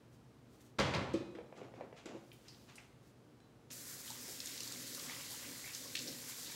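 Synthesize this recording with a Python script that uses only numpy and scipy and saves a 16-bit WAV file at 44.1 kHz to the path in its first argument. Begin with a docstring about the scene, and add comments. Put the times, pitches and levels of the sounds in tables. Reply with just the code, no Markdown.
"""A kitchen, heard by one microphone on the counter over room air and a low appliance hum.
A cupboard door bangs and rebounds across the room (dense reflections and panel modes), something hollow
is bumped (ringing modes), a coat swishes, and the floor ticks and scuffs as someone walks to the sink.
The tap opens: an aerated jet hisses (dense grains) and drums on the steel basin (ringing modes), and
water spatters and gurgles (grains, bubbles) off what is held under it, with drops, splashes and clinks."""
import sys
import numpy as np
from scipy import signal
from scipy.fft import rfft, irfft, next_fast_len
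from scipy.io import wavfile
from scipy.ndimage import uniform_filter1d

SR = 44100
rng = np.random.default_rng(int(sys.argv[2]) if len(sys.argv) > 2 else 0)


def to_wav(sig):
    """Store sig (one row per channel, or 1-D mono) as 16-bit WAV at the path in sys.argv[1].

    Samples outside -1..1 are clipped; the rate is SR.
    """
    pcm = np.clip(np.atleast_2d(sig), -1, 1) * 32767
    pcm = np.round(pcm).astype(np.int16)
    wavfile.write(sys.argv[1], SR, pcm.T)  # frames by channels


N = 289207
TIME = np.arange(N) / SR


def from_db(db):
    """Decibels to gain."""
    return 10 ** (np.asarray(db) / 20)


def rms_one(x):
    """Scale to rms 1."""
    return x / np.sqrt(np.mean(x ** 2) + 1e-20)


def dying(t, t60):
    """Amplitude that falls 60 dB in t60."""
    return np.exp(-np.log(1000) * t / t60)


def at_hz(points, hz):
    """Read (frequency [Hz], value) points on a log-frequency axis."""
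    f, value = np.transpose(points)
    return np.interp(np.log(np.maximum(hz, 1)), np.log(f), value)


def coloured(x, spectrum):
    """Give a steady sound a spectrum that falls away steeply past its ends; rms 1."""
    size = next_fast_len(len(x))
    hz = np.arange(size // 2 + 1) * SR / size + 1e-3
    low_end, high_end = spectrum[0][0], spectrum[-1][0]
    ends = np.minimum(1, np.minimum(hz / low_end, high_end / hz)) ** 4   # 24 dB per octave
    shaped = rfft(x, size) * from_db(at_hz(spectrum, hz)) * ends
    return rms_one(irfft(shaped, size)[:len(x)])


def band(x, hz, octaves, order=2):
    """Band-pass around a centre."""
    edges = np.clip([hz / 2 ** (octaves / 2), hz * 2 ** (octaves / 2)], 10, SR / 2 - 1000)
    return signal.sosfilt(signal.butter(order, edges, "band", fs=SR, output="sos"), x)


def drift(rate):
    """Slow chance: straight lines between random values of spread 1, `rate` of them a second."""
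    knots = rng.standard_normal(2000)
    return np.interp(TIME * rate, np.arange(len(knots)), knots)


def ring(x, hz, t60):
    """A resonator: a unit click sets a sine of height 1 ringing and dying away."""
    r, w = dying(1 / SR, t60), 2 * np.pi * hz / SR
    return signal.lfilter([0, np.sin(w)], [1, -2 * r * np.cos(w), r * r], x + 1e-18)


def ring_modes(x, modes):
    """Sum the modes (frequency [Hz], level [dB], t60 [s]) of one body, with alternating signs."""
    return sum((-1) ** k * from_db(db) * ring(x, hz, t60) for k, (hz, db, t60) in enumerate(modes))


def add(out, s, sound):
    """Mix a sound in at a time."""
    i = int(s * SR)
    out[i:i + len(sound)] += sound[:N - i]


def grains(per_s, spread_db):
    """Random impacts of uneven size."""
    sizes = from_db(spread_db * np.minimum(rng.exponential(1, N), 5))
    return sizes * rng.choice([-1, 1], N) * (rng.random(N) < per_s / SR)


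def strokes(rows, attack_s, hold_s, t60):
    """One envelope from rows (time [s], level [dB]): each stroke rises, holds and dies away."""
    envelope = 0
    for s, db in rows:
        rise = np.clip((TIME - s) / attack_s, 0, 1)
        envelope = envelope + from_db(db) * rise * dying(np.maximum(TIME - s - attack_s - hold_s, 0), t60)
    return envelope


def swing(rows):
    """Gain curve from rows (time [s], level [dB]), relative to their mean level."""
    s, db = np.transpose(rows)
    return from_db(np.interp(TIME, s, db - db.mean()))


def snaps(rows, crest_db):
    """Short impacts: noise bursts that die away, each in one region of pitch."""
    out, t = np.zeros(N), TIME[:SR // 3]
    for s, db, hz, octaves, t60 in rows:
        fall = dying(t, t60)
        burst = band(rng.standard_normal(len(t)) * fall, hz, octaves)
        even = burst * np.linalg.norm(fall) / np.linalg.norm(burst)
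        add(out, s, from_db(db - crest_db) * even)   # peaks stand about crest_db above the noise level
    return out


# reverberation time of the room: (frequency [Hz], t60 [s])
ROOM_DECAY = [(80, 1), (300, 0.86), (1000, 0.96), (3000, 0.55), (6000, 0.88), (14000, 0.21)]


def diffuse(noise, tilt_db=0):
    """Let noise die away octave by octave as sound does in the room; tilt_db is per octave."""
    t = TIME[:len(noise)]
    spectrum, hz = rfft(noise), np.arange(len(noise) // 2 + 1) * SR / len(noise)
    octave = np.clip(np.log2((hz + 1) / 1000), -4, 4)   # from 1 kHz
    out = 0
    for k in range(-4, 5):
        part = irfft(spectrum * np.maximum(0, 1 - abs(octave - k)), len(noise))
        out = out + part * from_db(tilt_db * k) * dying(t, at_hz(ROOM_DECAY, 1000 * 2. ** k))
    return out


def kitchen(x, wet_db):
    """Direct sound plus reflections off cabinets and tiles, strongest early on."""
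    t = TIME[:SR]
    echo = diffuse(rng.standard_normal(SR)) * (t > .004) * (1 + 1.4 * dying(t, 0.22))
    return x + from_db(wet_db) * signal.fftconvolve(x, echo / np.linalg.norm(echo))[:N]


# colour of the room air: (frequency [Hz], density [dB per Hz])
AIR_COLOUR = [(25, -31), (55, -11), (100, -11), (130, -3), (174, -11), (248, -8), (461, -14.5), (812, -22),
              (1180, -24.5), (2200, -31), (4800, -35.5), (8000, -40), (15800, -48.5)]
AIR_DB = -63   # rms
# appliance hum partials: (frequency [Hz], rms level before wavering [dB])
HUM_PARTIALS = [(119.5, -69), (237, -77.5), (301, -80.5), (458, -79)]


def background(waver_db=2):
    """Steady noise of room air, and hum partials that waver in level and phase."""
    hum = 0
    for hz, db in HUM_PARTIALS:
        level = np.sqrt(2) * from_db(db + waver_db * drift(4.46))
        hum = hum + level * np.sin(2 * np.pi * hz * TIME + .5 * drift(6))
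    return hum + from_db(AIR_DB) * coloured(rng.standard_normal(N), AIR_COLOUR)


# swishes of a coat: (time of middle [s], rms level at middle [dB], half-length [s])
COAT_SWISHES = [(0.144, -74.5, 0.028), (0.546, -74.5, 0.046), (0.613, -69.5, 0.011), (0.657, -72, 0.051),
                (2.256, -83, 0.095), (2.564, -71.5, 0.28), (3.074, -74.5, 0.05)]
# colour of rubbing cloth: (frequency [Hz], density [dB per Hz])
CLOTH_COLOUR = [(1500, -1), (3000, 2), (6500, 3), (9000, -1.5), (15000, -5)]


def coat():
    """Cloth slides over cloth in short soft swishes."""
    swishes = sum(from_db(db) * np.exp(-((TIME - s) / length) ** 2) for s, db, length in COAT_SWISHES)
    return swishes * coloured(grains(4000, 1.5), CLOTH_COLOUR)


# soles scuffing: (time [s], rms level [dB])
SOLE_SCUFFS = [(1.55, -63), (1.62, -74), (1.735, -69.5), (1.955, -59.5), (2.075, -63), (2.14, -74),
               (2.44, -67.5), (2.51, -74), (2.675, -61.5), (2.77, -65)]
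# colour of the scuffs: (frequency [Hz], density [dB per Hz])
SCUFF_COLOUR = [(700, 4.5), (1400, 1.5), (2600, 3), (4500, -4), (7000, -7.5), (9000, -21), (15000, -35)]
# weight coming down on the floor: (time [s], rms level [dB])
FLOOR_TREADS = [(1.35, -59.5), (1.56, -55), (1.76, -56), (2.06, -54.5)]


def walking():
    """Grainy friction of soles over the dull sound of the floor taking weight."""
    scuffs = strokes(SOLE_SCUFFS, attack_s=0.017, hold_s=0.0083, t60=0.42)
    brush = scuffs * coloured(grains(3000, 2.1), SCUFF_COLOUR)
    treads = strokes(FLOOR_TREADS, attack_s=0.015, hold_s=0.074, t60=0.57)
    return brush + treads * rms_one(band(grains(1500, 1.6), hz=320, octaves=2.06))


# floorboard ticks: (time [s], peak level [dB], pitch settled on [Hz], t60 [s])
BOARD_TICKS = [(1.3861, -38.5, 460, 0.051), (1.525, -43.5, 520, 0.013), (1.615, -40.5, 420, 0.026),
               (1.650, -50, 480, 0.011), (1.7387, -44, 484, 0.02), (1.809, -36.5, 544, 0.023),
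               (1.927, -43, 440, 0.018), (2.12, -51, 450, 0.026), (2.166, -55, 378, 0.018)]


def boards(sweep=2.47, sweep_s=0.00078, rise_s=0.001):
    """Bending waves carry the highs first, so each tick falls in pitch."""
    out, t = np.zeros(N), TIME[:SR // 8]
    for s, db, hz, t60 in BOARD_TICKS:
        phase = 2 * np.pi * hz * (t + sweep * sweep_s * (1 - np.exp(-t / sweep_s)))
        tick = np.sin(phase) * (1 - np.exp(-t / rise_s)) ** 2 * dying(t, t60)
        add(out, s, from_db(db) * tick / abs(tick).max())
    return out


# sharp contacts of the door and of things being handled:
# (time [s], approximate peak level [dB], centre [Hz], width [octaves], t60 [s])
HARD_CLICKS = [(0.7895, -29, 3500, 1.6, 0.015), (0.799, -22, 4030, 1, 0.019),
               (0.938, -30.5, 2000, 1.6, 0.024), (0.948, -29.5, 4300, 0.48, 0.027),
               (1.136, -42.5, 5000, 1.3, 0.032), (1.140, -44.5, 3100, 1.44, 0.27),
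               (1.350, -45, 1650, 1.54, 0.063), (1.575, -54.5, 6000, 0.81, 0.037),
               (1.980, -56, 5900, 1.1, 0.018), (2.057, -42, 1920, 2.1, 0.083),
               (2.058, -43, 6200, .53, 0.018), (2.317, -41, 2630, .9, 0.015),
               (2.328, -54.5, 9000, 2.7, .12), (2.480, -48, 4800, .28, 0.15),
               (2.483, -42.5, 3200, 2.1, 0.028), (2.546, -47.5, 4000, 0.58, .019),
               (2.756, -46, 6400, 1.2, .063), (2.781, -38.5, 2350, 0.4, 0.018),
               (3.403, -55, 2780, 1.9, 0.015), (3.704, -42, 2900, 2, 0.065)]
CRACK_DB = -6.5   # relative to the peak of its floorboard tick
CRACK_HZ, CRACK_OCTAVES, CRACK_T60_S = 1720, 1.06, 0.029


def contacts():
    """Hard clicks, and the dry crack that starts each floorboard tick, as short noise bursts."""
    cracks = [(s, db + CRACK_DB, CRACK_HZ, CRACK_OCTAVES, CRACK_T60_S) for s, db, hz, t60 in BOARD_TICKS]
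    return snaps(HARD_CLICKS + cracks, crest_db=9)


# bumps on a hollow body: (time [s], level [dB], contact softness as low-pass [Hz])
BODY_BUMPS = [(1.1403, -28, 5000), (1.2046, -35.5, 450), (1.352, -45, 4160), (2.058, -45, 3000),
              (2.148, -43.5, 900)]
# modes of the hollow body: (frequency [Hz], level [dB], t60 [s])
BODY_MODES = [(202, -9, 0.13), (339, 2, 0.14), (378, -8.5, 0.13), (480, 0, 0.043), (559, -7.5, 0.097),
              (1270, -24.5, 0.21), (2500, -30.5, 0.37), (3130, -31, 0.41), (3950, -41, 0.8),
              (4340, -39, 0.35)]


def bumps():
    """Soft contacts set the hollow body ringing."""
    blows = np.zeros(N)
    for s, db, soft_hz in BODY_BUMPS:
        push = np.exp(-2 * np.pi * soft_hz * TIME[:SR // 100])
        add(blows, s, from_db(db) * push / push.sum())
    return ring_modes(blows, BODY_MODES)


# cupboard door meeting its frame: (time [s], level [dB], tilt [dB per octave])
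DOOR_BANGS = [(0.785, -28.5, 2.6), (0.798, -31, 0), (0.936, -33.5, 2), (0.948, -35.5, -0.5)]
# colour of the bangs: (frequency [Hz], density [dB per Hz])
BANG_COLOUR = [(30, -32), (55, -12), (76, 2), (102, 2), (138, 5), (200, 2), (380, -3.5), (550, -1.5),
               (680, -6.5), (1000, -8), (1450, -12), (2100, -12.5), (4000, -21), (7600, -37.5),
               (15800, -59)]
# modes of the door panel: (frequency [Hz], level [dB], t60 [s])
PANEL_MODES = [(131.9, -11, 0.97), (194, -20, 0.58), (265, -16.5, 0.85), (449, -16, 0.26),
               (552, -4.5, 0.22), (840, -25, 0.5), (1000, -18, 0.48), (1120, -6, 0.54), (1158, -26, 0.49),
               (1353, -12.5, 0.25), (1750, -22, 0.89), (2080, -25, .5), (2306, -23, 0.35),
               (3300, -25, 0.89), (3960, -12, 0.22)]


def door(early=1.0, early_t60=0.086, rise_s=.005, tail_db=-4, panel_db=-2):
    """Far away, each bang arrives as a clattering swell of reflections, with the panel ringing in it."""
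    out, blows, t = np.zeros(N), np.zeros(N), TIME[:SR * 3 // 2]
    for s, db, tilt_db in DOOR_BANGS:
        swell = (1 - np.exp(-t / rise_s)) * (from_db(tail_db) + early * dying(t, early_t60))
        crowding = grains(3000 + 30000 * TIME, 1.9)[:len(t)]   # reflections get denser as time passes
        reflections = coloured(crowding, BANG_COLOUR)
        even = reflections / np.sqrt(uniform_filter1d(reflections ** 2, size=6000))
        add(out, s, from_db(db) * swell * diffuse(even, tilt_db))
        add(blows, s + rise_s, from_db([db + panel_db]))
    return out + ring_modes(blows, PANEL_MODES)


# a dish lightly touched: (time [s], level at onset [dB], pitch [Hz], t60 [s])
DISH_CLINKS = [(2.481, -62, 4890, 0.18), (2.781, -57, 2620, 0.11), (3.403, -76, 4020, 0.59)]


def clink():
    """One thin mode rings on after each touch."""
    out, t = np.zeros(N), TIME[:SR // 2]
    for s, db, hz, t60 in DISH_CLINKS:
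        add(out, s, from_db(db) * np.sin(2 * np.pi * hz * t) * dying(t, t60))
    return out


# air pockets bursting into bubbles: (time [s], level of each bubble [dB], middle pitch [Hz])
AIR_POCKETS = [(4.965, -53, 1220), (5.095, -45.5, 2160), (5.166, -54, 1080), (5.186, -46, 2500),
               (5.305, -55, 847), (5.426, -46.5, 2400), (5.640, -42, 2170), (5.67, -48, 2350)]


def bubble_bursts(count=6, spread_s=.04, cycles=36, rise=0.2):
    """Each pocket sheds a few bubbles that rise in pitch as they surface."""
    out, t = np.zeros(N), TIME[:SR // 12]
    for s, db, hz in AIR_POCKETS:
        for delay, size in rng.random((count, 2)):
            pitch = hz * 2 ** (0.55 * (size - .5))
            life = cycles / pitch
            tone = np.sin(2 * np.pi * pitch * t * (1 + rise * t / life))
            add(out, s + delay * spread_s, from_db(db) * tone * dying(t, life))
    return out


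# big drops slapping the steel: (time [s], approximate peak level [dB], centre [Hz])
BIG_DROPS = [(4.103, -31, 5500), (4.4026, -27.5, 4300), (4.4588, -29.5, 6500), (4.4715, -30.5, 5170),
             (4.5768, -33, 4430), (4.6052, -27, 4840), (4.633, -31, 6050), (4.6761, -32.5, 5740),
             (4.7224, -30.5, 6030), (4.948, -30, 6550), (4.9963, -32.5, 5060), (5.749, -28.5, 5800),
             (5.9528, -22.5, 3300), (5.955, -24.5, 3270), (5.968, -29, 4000), (5.975, -30, 3520),
             (5.990, -29, 4730)]
DROP_OCTAVES, DROP_T60_S = 1.03, 0.018
# longer splashes, bright as spray or dull as a slop on the basin:
# (time [s], approximate peak level [dB], centre [Hz], t60 [s])
LONG_SPLASHES = [(3.712, -43.5, 6500, 0.077), (4.076, -43, 3450, 0.1), (4.102, -39.5, 790, .035),
                 (4.28, -46, 405, .15), (5.30, -44.5, 10000, 0.29), (5.735, -39.5, 5000, 0.19),
                 (6.060, -44, 278, 0.068), (6.073, -34.5, 4800, 0.13), (6.125, -46, 3500, 0.068),
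                 (6.458, -45, 4150, .3)]
SPLASH_OCTAVES = 0.47


def splashing():
    """Noise bursts: drops are short and broad in pitch; splashes are narrower and last longer."""
    drops = [(s, db, hz, DROP_OCTAVES, DROP_T60_S) for s, db, hz in BIG_DROPS]
    splashes = [(s, db, hz, SPLASH_OCTAVES, t60) for s, db, hz, t60 in LONG_SPLASHES]
    return snaps(drops + splashes, crest_db=8)


TAP_OPEN_S, TAP_RISE_S = 3.699, .008
AERATE_S = .035   # the jet takes a moment to draw in air
POOL_S = 0.19   # time constant of water covering the basin
SPATTER_BUILD_S, SPATTER_THIN_DB = 0.63, -12   # starts thin and builds as things get wet
SURGES_PER_S, SURGE_DB = 10, 1.54   # rises and falls as they are turned in the stream
# colour of the spatter: (frequency [Hz], density [dB per Hz])
SPATTER_COLOUR = [(1500, -8), (2600, -6), (3400, -3.5), (4400, 1.5), (6000, -2.5), (7500, -2.5),
                  (9000, -18), (15000, -14)]


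def spattering(spatter_db=-54, shift_db=3.0):
    """The point of impact wanders, so drops of each size come and go on their own."""
    still_dry = np.clip(1 - (TIME - TAP_OPEN_S) / SPATTER_BUILD_S, 0, 1)
    level_db = spatter_db + SPATTER_THIN_DB * still_dry + SURGE_DB * drift(SURGES_PER_S)
    sizes = 0
    for hz in np.geomspace(1800, 11000, 9):
        sizes = sizes + band(grains(3000, 2.6), hz, .4) * from_db(shift_db * drift(16))
    return from_db(level_db) * coloured(sizes, SPATTER_COLOUR)


# colour of the gurgle: (frequency [Hz], density [dB per Hz])
GURGLE_COLOUR = [(500, 0), (800, -4), (1100, -0.5), (1550, -5), (2000, 3.5), (2600, -4), (3500, 2.5)]


def gurgling(per_s=300, cycles=26, count=26, wash_db=7.0):
    """Small bubbles of many sizes ring in the wash of the water film."""
    born = grains(per_s * from_db(4 * drift(12)), 3.0)
    dealt = rng.integers(0, count, N)   # which size each bubble has
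    rings = 0
    for k, hz in enumerate(np.geomspace(750, 3600, count)):
        rings = rings + ring(born * (dealt == k), hz, cycles / hz) * np.sqrt(hz)
    wash = from_db(wash_db) * rng.standard_normal(N)   # level relative to the bubbles
    return coloured(rms_one(rings) + wash, GURGLE_COLOUR)


# colour of the jet: (frequency [Hz], density [dB per Hz])
JET_COLOUR = [(1500, -5.5), (3000, -13), (5000, -3.5), (6800, -1.5), (7700, -1), (8300, -4.5), (9700, -3),
              (10300, -6.5), (13500, -3.5), (15000, -14.5), (16000, -2)]
# modes of the steel basin: (frequency [Hz], level [dB], t60 [s])
BASIN_MODES = [(150.4, -7.5, 0.1), (247, -1, 0.14), (287, -2.5, 0.087), (371, -2, 0.049), (463, -5, 0.065),
               (546.4, -0.5, 0.044)]
# force of the stream on the basin, heard relative to its mean: (time [s], level [dB])
DRUM_FORCE = [(3.9, -65.5), (3.92, -67.5), (5.07, -59), (5.32, -66), (5.37, -68), (5.51, -58.5),
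              (5.72, -76), (5.82, -58), (5.94, -65), (6.01, -55), (6.04, -59), (6.06, -52.5), (6.36, -70),
              (6.41, -64.5), (6.56, -61.5)]


def tap(jet_db=-51.0, gurgle_db=-63.0, drum_db=-62, drum_follows=0.95, flutter_db=1.55, gurgle_waver_db=2.5):
    """The jet fizzes with a slight flutter, drops spatter, bubbles ring, and the stream drums on the basin."""
    open_s = np.maximum(TIME - TAP_OPEN_S, 0)
    aerated = np.minimum(open_s / AERATE_S, 1)
    fizz = aerated * from_db(jet_db + flutter_db * drift(40)) * coloured(grains(20000, 3.0), JET_COLOUR)
    pooled = 1 - np.exp(-open_s / POOL_S)   # bubbles need a film of water
    bubbles = pooled * from_db(gurgle_db + gurgle_waver_db * drift(10)) * gurgling()
    steel = rms_one(ring_modes(grains(1500, 3), BASIN_MODES))
    basin = from_db(drum_db) * swing(DRUM_FORCE) ** drum_follows * steel
    return np.minimum(open_s / TAP_RISE_S, 1) * (fizz + spattering() + bubbles + basin)


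def scene():
    """Everything reaches one microphone, the same in both channels."""
    ticks = kitchen(boards(), wet_db=-8) + kitchen(contacts(), wet_db=-3)
    thuds = kitchen(bumps(), wet_db=-7.5)
    stream = kitchen(tap(), wet_db=-11)
    splashes = kitchen(splashing() + bubble_bursts(), wet_db=-6.5)
    handling = door() + thuds + ticks + clink()
    return np.tile(handling + walking() + coat() + stream + splashes + background(), (2, 1))


MIC_LOW_HZ, CUTOFF_HZ = 49, 15750


def record(dry):
    """The small microphone loses the deep bass; the top is cut steeply."""
    thin = signal.sosfilt(signal.butter(4, MIC_LOW_HZ, "high", fs=SR, output="sos"), dry)
    return signal.sosfilt(signal.ellip(12, .1, 80, CUTOFF_HZ, fs=SR, output="sos"), thin)


dry = scene()
out = record(dry)
to_wav(out)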